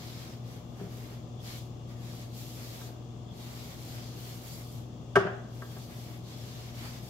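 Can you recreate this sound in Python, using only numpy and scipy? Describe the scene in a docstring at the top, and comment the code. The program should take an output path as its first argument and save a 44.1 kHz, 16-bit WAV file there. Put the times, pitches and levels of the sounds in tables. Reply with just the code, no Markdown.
"""A damp rag swishes to and fro over a kitchen countertop, above a refrigerator's steady hum.
The swish is friction noise: countless threads catch and slip, and now and then squeak softly.
A heavy board in a stand is set down with one loud knock, rocks and settles; these impacts, and light
bumps of the wiping hand, excite damped modes of board and counter, which reverberate in the hard room.
The refrigerator adds a line spectrum from its motor, broadband fan noise and a faint whine."""
import sys
import numpy as np
from scipy import signal
from scipy.fft import rfft, irfft, next_fast_len
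from scipy.io import wavfile
from scipy.ndimage import uniform_filter1d, map_coordinates

SR = 44100
rng = np.random.default_rng(int(sys.argv[2]) if len(sys.argv) > 2 else 0)


def unload_audio(sound):
    """Save the sound as a 16-bit wav file, at the path given as the first command line argument."""
    columns = np.transpose(np.atleast_2d(sound))
    # keep every value between -1 and 1, then stretch to whole-number steps
    steps = np.round(np.clip(columns, -1, 1) * 32767)
    wavfile.write(sys.argv[1], SR, steps.astype(np.int16))


N = 312669

# partials of the refrigerator motor: f/Hz, rms level/dB
MOTOR_LINES = [(59.3, -59), (79.6, -60), (120, -45), (239.7, -55.5), (319.7, -63), (359.5, -65.5),
               (595.8, -67), (636, -74.5), (675, -71.5), (715.4, -68), (755, -70), (836.3, -73.5)]
# fan noise: f/Hz, relative level/dB
FAN_SPECTRUM = [(25, -34), (48, -31), (80, -10), (110, 2), (200, -3.5), (260, -8.5), (480, -11.5),
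                (760, -17.5), (950, -21), (1200, -20), (1400, -31), (1800, -34), (6800, -33), (9000, -47),
                (15800, -47.5)]
# fan noise: f/Hz, left-right coherence
FAN_COHERENCE = [(130, 0.85), (300, 0.86), (700, 0.057), (1400, 0.027), (4000, 0.075)]
# fan noise: f/Hz, left minus right level/dB
FAN_BALANCE = [(100, 4), (700, 1), (1300, 4), (2400, 4.5), (7000, 6), (12000, -3)]
# noise bands of the refrigerator's whine: f/Hz, width/Hz, relative level/dB
WHINE_BANDS = [(2830, 270, -7), (3270, 100, -2), (3520, 110, -2)]
# reverberation time of the kitchen: f/Hz, T60/s
ROOM_DECAY = [(120, 0.4), (400, 0.69), (1500, 0.53), (3000, 0.47), (6000, 0.28), (14000, 0.19)]
# modes of board and counter: f/Hz, relative level/dB, T60/s
COUNTER_MODES = [(112, -17, .15), (183, -11, .15), (345, -21, .12), (392.5, 0, .115), (447, -22, .12),
                 (614, -6.5, .08), (664, -8, .11), (738, -12, .1), (843, -16, .1), (983, -15, .1),
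                 (1150, -4.5, .075), (1295, -9, .075), (1502, -15, .07), (1598, -5, .075), (1680, -17, .09),
                 (1808, -12, .085), (1940, -23, .07), (2210, -21, .06), (2870, -22, .05), (3010, -22, .05),
                 (3260, -24, .05)]
# noise burst of an impact: f/Hz, relative level/dB
CRACK_SPECTRUM = [(80, -24), (180, -10), (280, -6), (420, -11), (700, 6.5), (950, -8.5), (1250, -1.5),
                  (1650, 1.5), (2100, -10.5), (3200, -10.5), (4200, -19), (5600, -16.5), (8000, -23.5),
                  (14000, -31.5)]
# impacts: t/s, ring gain/dB, ring tilt/(dB per octave), crack gain/dB, contact cut-off/Hz
# the hand bumps seven times; the board lands edge first, then flat (four rows), then rocks and settles
IMPACTS = [ (0.797, -48, -6, -48.5, 2000), (0.811, -38.5, -8, -41, 650), (0.838, -44.5, -9.5, -46, 600),
           (0.866, -52, -10, -40, 330), (2.811, -45, 4.5, -43.5, 1300), (2.889, -47, -1, -44.5, 900),
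           (3.314, -47, -13, -62, 130), (5.1558, -22.5, 7, -24, 5000), (5.1572, -15, 6, -23.5, 15000),
           (5.1643, -13, -1, -27.5, 12000), (5.1717, -20.5, -1.5, -32, 6000), (5.221, -31, -2, -36, 1500),
           (5.249, -30.5, -6.5, -36, 2200), (5.269, -31, 2, -29.5, 2600), (5.62, -39, 6, -44, 1800),
           (5.765, -41, 3.5, -58, 950)]
# squeaks of damp cloth: centre t/s, f/Hz, level/dB, 1/e half-length/s
CLOTH_SQUEAKS = [(1.402, 3430, -56, 0.017), (1.532, 2230, -58, 0.054), (1.53, 3300, -76, 0.053),
                 (3.304, 3400, -56.5, .025), (6.35, 3400, -60, .03)]
# strokes of the rag: start t/s, length/s, rise/s, swell/dB, scrape gain/dB, hiss gain/dB, rub gain/dB
RAG_STROKES = [(-0.048, 0.38, 0.06, -1.5, -56.0, -60.5, -58), (0.402, 0.17, 0.121, -1, -60.0, -63, -60.5),
               (0.628, 0.167, 0.066, 0.0, -79, -77.0, -74), (0.737, 0.13, 0.056, -0.0, -64.5, -67, -64),
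               (0.858, 0.29, 0.071, -1.5, -61.5, -62.0, -60.0), (1.388, 0.2, 0.073, 3, -53.5, -56.5, -60.5),
               (1.865, 0.047, 0.05, 0.0, -61, -65.5, -59.0), (1.936, 0.3, 0.13, 4.5, -58.5, -61, -60.5),
               (2.284, 0.3, 0.1, -0.5, -56, -55.5, -65.5), (2.534, 0.338, 0.059, 1.5, -55.5, -56.5, -59),
               (3.293, 0.45, 0.11, 5, -57, -59.0, -60.0), (3.742, 0.21, 0.038, 7.5, -57.0, -57.5, -60),
               (3.93, 0.21, 0.052, -0.5, -56.5, -62, -60.0), (4.119, 0.27, 0.059, 3.5, -57, -56.5, -60),
               (4.378, 0.24, 0.1, -2, -55, -53.5, -59.0), (4.597, 0.19, 0.045, 3.5, -62.0, -61.5, -70),
               (5.465, 0.38, 0.073, 10, -62.0, -63.0, -67.5),
               (5.855, 0.313, 0.054, -0.5, -60.5, -61.0, -62.5), (6.21, 0.49, 0.071, 2, -57, -61.5, -60.5),
               (6.708, 0.278, 0.078, -3, -53.5, -57.5, -55.5), (6.966, 0.14, 0.082, 1, -58.5, -59.5, -67.5)]
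# height of the arch at mid-stroke, where the hand is fastest: scrape/dB, hiss/dB, rub/dB
STROKE_ARCH = [2.5, 3.1, 1.7]
# scrape of the threads: f/Hz, relative level/dB
SCRAPE_SPECTRUM = [(1200, -54), (2200, -9), (3200, -1), (4600, 1), (6000, -3), (7200, -7), (9000, -18.5),
                   (15000, -26)]
# hiss of the fibres: f/Hz, relative level/dB
HISS_SPECTRUM = [(4000, -18), (7000, 0), (9200, -5), (11000, -1.5), (12800, 0.5), (14300, -2),
                 (15800, -7.5)]
# dull rub of the pressing hand: f/Hz, relative level/dB
RUB_SPECTRUM = [(250, 4.5), (600, 3.5), (1100, 3), (1600, 1.5), (2200, 3.5), (3000, -4), (4500, -20)]
# friction noise of the rag: f/Hz, left-right coherence
RAG_COHERENCE = [(300, 0.72), (700, 0.29), (1400, -0.2), (3100, -0.074), (6800, -0.11), (13000, 0.37)]

RELEASE_T60_S = 0.34  # a stroke dies away as the hand stops or turns
BAND_LIMIT_HZ = 15780


def amp(db):
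    """Amplitude ratio of a level in decibels."""
    return 10 ** (np.asarray(db) / 20)


def unit(x):
    """Normalisation to rms 1."""
    return x / np.sqrt(np.mean(x ** 2) + 1e-20)


def along(points, hz):
    """Interpolation of (f/Hz, value) points on a logarithmic frequency axis."""
    f, v = np.transpose(points)
    return np.interp(np.log(hz + 1), np.log(f), v)


def wobble(rate):
    """Slow random modulation: a spline through `rate` knots a second."""
    return map_coordinates(rng.standard_normal(int(N * rate / SR) + 4), [np.arange(N) * rate / SR])


def filtered(x, response):
    """Linear filtering: the spectrum is multiplied by a frequency response."""
    n = x.shape[-1]
    m = next_fast_len(n + 8192)
    return irfft(rfft(x, m) * response(np.fft.rfftfreq(m, 1 / SR)), m)[..., :n]


def pan(left_db):
    """Left and right gains for an interchannel level difference."""
    return amp(np.array([[.5], [-.5]]) * left_db)


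def spread(pair, spectrum, coherence):
    """Mid-side mixing turns two independent noises into coloured, partly coherent stereo of rms 1."""
    def response(hz):
        angle = np.arccos(np.clip(along(coherence, hz), -1, 1)) / 2
        return amp(along(spectrum, hz)) * [np.cos(angle), np.sin(angle)]
    mid, side = filtered(pair, response)
    return unit(np.array([mid + side, mid - side]))


def refrigerator():
    """Superposition of wavering motor partials, broadband fan noise and a narrow-band whine."""
    t, hum = np.arange(N) / SR, np.zeros(N)
    for hz, db in MOTOR_LINES:
        peak = np.sqrt(2) * amp(db + 0.9 * wobble(4.5))
        hum += peak * np.sin(2 * np.pi * (hz * t + rng.random()) + 0.15 * wobble(2.0))
    fan = spread(rng.standard_normal((2, N)), FAN_SPECTRUM, FAN_COHERENCE)
    fan = filtered(fan, lambda hz: pan(along(FAN_BALANCE, hz)))
    peaks = lambda f: sum(amp(db) / (1 + (2 * (f - hz) / width) ** 2) for hz, width, db in WHINE_BANDS)
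    whine = unit(filtered(rng.standard_normal((2, N)), peaks)) * amp(wobble(6.5))
    return hum * pan(3.4) + amp(-47.0) * fan + amp(-67.5) * whine * pan(6.1)


def room(x, wet_db):
    """Reverberation: a diffuse tail builds up after the direct sound; each band decays at its own rate."""
    hz, t, noise = signal.stft(rng.standard_normal((2, SR // 2 + SR // 4)), SR, nperseg=256)
    build_up = 1 - np.exp(-(t / .018) ** 2)
    decay = amp(-60 * t / along(ROOM_DECAY, hz)[:, None])
    tail = signal.istft(noise * decay * build_up, SR, nperseg=256)[1]
    tail = spread(tail, [(100, 0), (10000, 0.0054)], coherence=[(200, 0.92), (700, 0.72), (2000, 0.041)])
    tail /= np.linalg.norm(tail[0])
    return x + amp(wet_db) * signal.fftconvolve(x, tail, axes=1)[:, :x.shape[1]]


def knocks():
    """Impact excitation of damped modes: hard edges ring and crack, a flat landing or the hand thuds."""
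    out, t = np.zeros((2, N + SR)), np.arange(SR // 2) / SR
    hz, mode_db, t60 = np.transpose(COUNTER_MODES)[:, :, None]
    octaves = np.log2(np.clip(hz, 160, 1700) / 700)
    # high modes arrive out of phase left and right; low ones lean to the left
    side = np.array([.5, -.5])[:, None, None]
    phase = side * np.minimum(hz / 1700 + .33, 2)
    balance_db = side * along([(400, 3.2), (1200, .7)], hz)
    attack = 1 - np.exp(-t / 0.0013)
    vibration = np.sin(2 * np.pi * hz * t + phase) * attack
    for start, ring_db, tilt_db, crack_db, cutoff_hz in IMPACTS:
        modes = amp(mode_db + tilt_db * octaves + balance_db - 60 * t / t60) * vibration
        ring = room(modes.sum(axis=0 + 1), wet_db=-17.5)
        noise = rng.standard_normal((2, len(t)))
        crack = spread(noise, CRACK_SPECTRUM, coherence=[(400, 0.77), (1600, 0.48), (5000, 0.17)])
        crack = room(crack * amp(-60 * t / 0.054), wet_db=-6)
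        blow = amp(ring_db) * ring + amp(crack_db) * crack
        # a soft contact lasts longer and leaves the treble out
        contact = signal.butter(2, cutoff_hz, fs=SR, output="sos")
        out[:, round(start * SR):][:, :len(t)] += signal.sosfilt(contact, blow)
    # the knocks carry little deep bass below about 90 Hz
    bass_cut = signal.butter(3, 90, "high", fs=SR, output="sos")
    return signal.sosfilt(bass_cut, out[:, :N])


def squeaks():
    """Stick-slip motion of damp cloth narrows the friction noise to a fuzzy note."""
    t, out = np.arange(N) / SR, np.zeros((2, N))
    for centre, hz, db, half_length in CLOTH_SQUEAKS:
        note = unit(filtered(rng.standard_normal((2, N)), lambda f: 1 / (1 + ((f - hz) / 110) ** 2)))
        out += amp(db) * np.exp(-((t - centre) / half_length) ** 2) * note
    return out


def cloth_folds(pair, depth_db):
    """Spectral modulation: folds of cloth favour frequencies that shift as the hand moves."""
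    spectra = signal.stft(pair, nperseg=512)[2]
    patches = uniform_filter1d(rng.standard_normal(spectra.shape[1:]), size=4, axis=0)  # over frequency
    patches = uniform_filter1d(patches, size=12, axis=1)  # over time
    return signal.istft(spectra * amp(depth_db * unit(patches)), nperseg=512)[1][:, :N]


def friction(spectrum, catches_per_s, scatter_db, sliding, folds_db):
    """Shot noise of threads catching at random, added to the Gaussian noise of smooth sliding."""
    catches = (rng.random((2, N)) < catches_per_s / SR) * rng.standard_normal((2, N))
    catches *= amp(scatter_db * rng.standard_normal((2, N)))
    noise = unit(catches) + sliding * rng.standard_normal((2, N))
    return spread(cloth_folds(noise, folds_db), spectrum, RAG_COHERENCE)


def stroke_gains():
    """Envelopes of scrape, hiss and rub: friction noise grows with speed, and strokes add in power."""
    t, power = np.arange(N) / SR, np.zeros((3, N))
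    for start, length, rise, swell_db, *layer_db in RAG_STROKES:
        heard = (t > start) & (t < start + length + RELEASE_T60_S)
        age = t[heard] - start
        travel = np.clip(age / length, 0, 1)
        arch_db = np.outer(STROKE_ARCH, np.sin(np.pi * travel) - 1)
        release_db = -60 * np.maximum(age - length, 0) / RELEASE_T60_S
        level_db = np.array(layer_db)[:, None] + arch_db + swell_db * (travel - .5) + release_db
        power[:, heard] += (np.clip(age / rise, 0, 1) * amp(level_db)) ** 2
    return np.sqrt(power)


def rag():
    """Sliding friction in three bands, amplitude-modulated by the strokes and the hand's uneven speed."""
    scrape_gain, hiss_gain, rub_gain = stroke_gains()
    uneven_db = 0.5 * wobble(28)
    scrape = friction(SCRAPE_SPECTRUM, catches_per_s=5000, scatter_db=2, sliding=1.6, folds_db=1.7)
    scrape *= scrape_gain * amp(3.5) * pan(2.3)
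    hiss = friction(HISS_SPECTRUM, catches_per_s=6000, scatter_db=5.5, sliding=1.5, folds_db=1.0)
    hiss *= hiss_gain * amp(2.0) * pan(-3.0)
    rub_db = 4.0 + 1.8 * wobble(13)
    rub = friction(RUB_SPECTRUM, catches_per_s=1800, scatter_db=3.5, sliding=2.1, folds_db=1.0)
    rub *= rub_gain * amp(rub_db) * pan(-.3)
    return amp(uneven_db) * (scrape + hiss + rub)


def scene():
    """Superposition: the sound pressures of all sources add."""
    return rag() + squeaks() + knocks() + refrigerator()


def record(dry):
    """An ideal low-pass filter removes everything above the band limit."""
    return filtered(dry, lambda hz: hz < BAND_LIMIT_HZ)


dry = scene()
out = record(dry)
unload_audio(out)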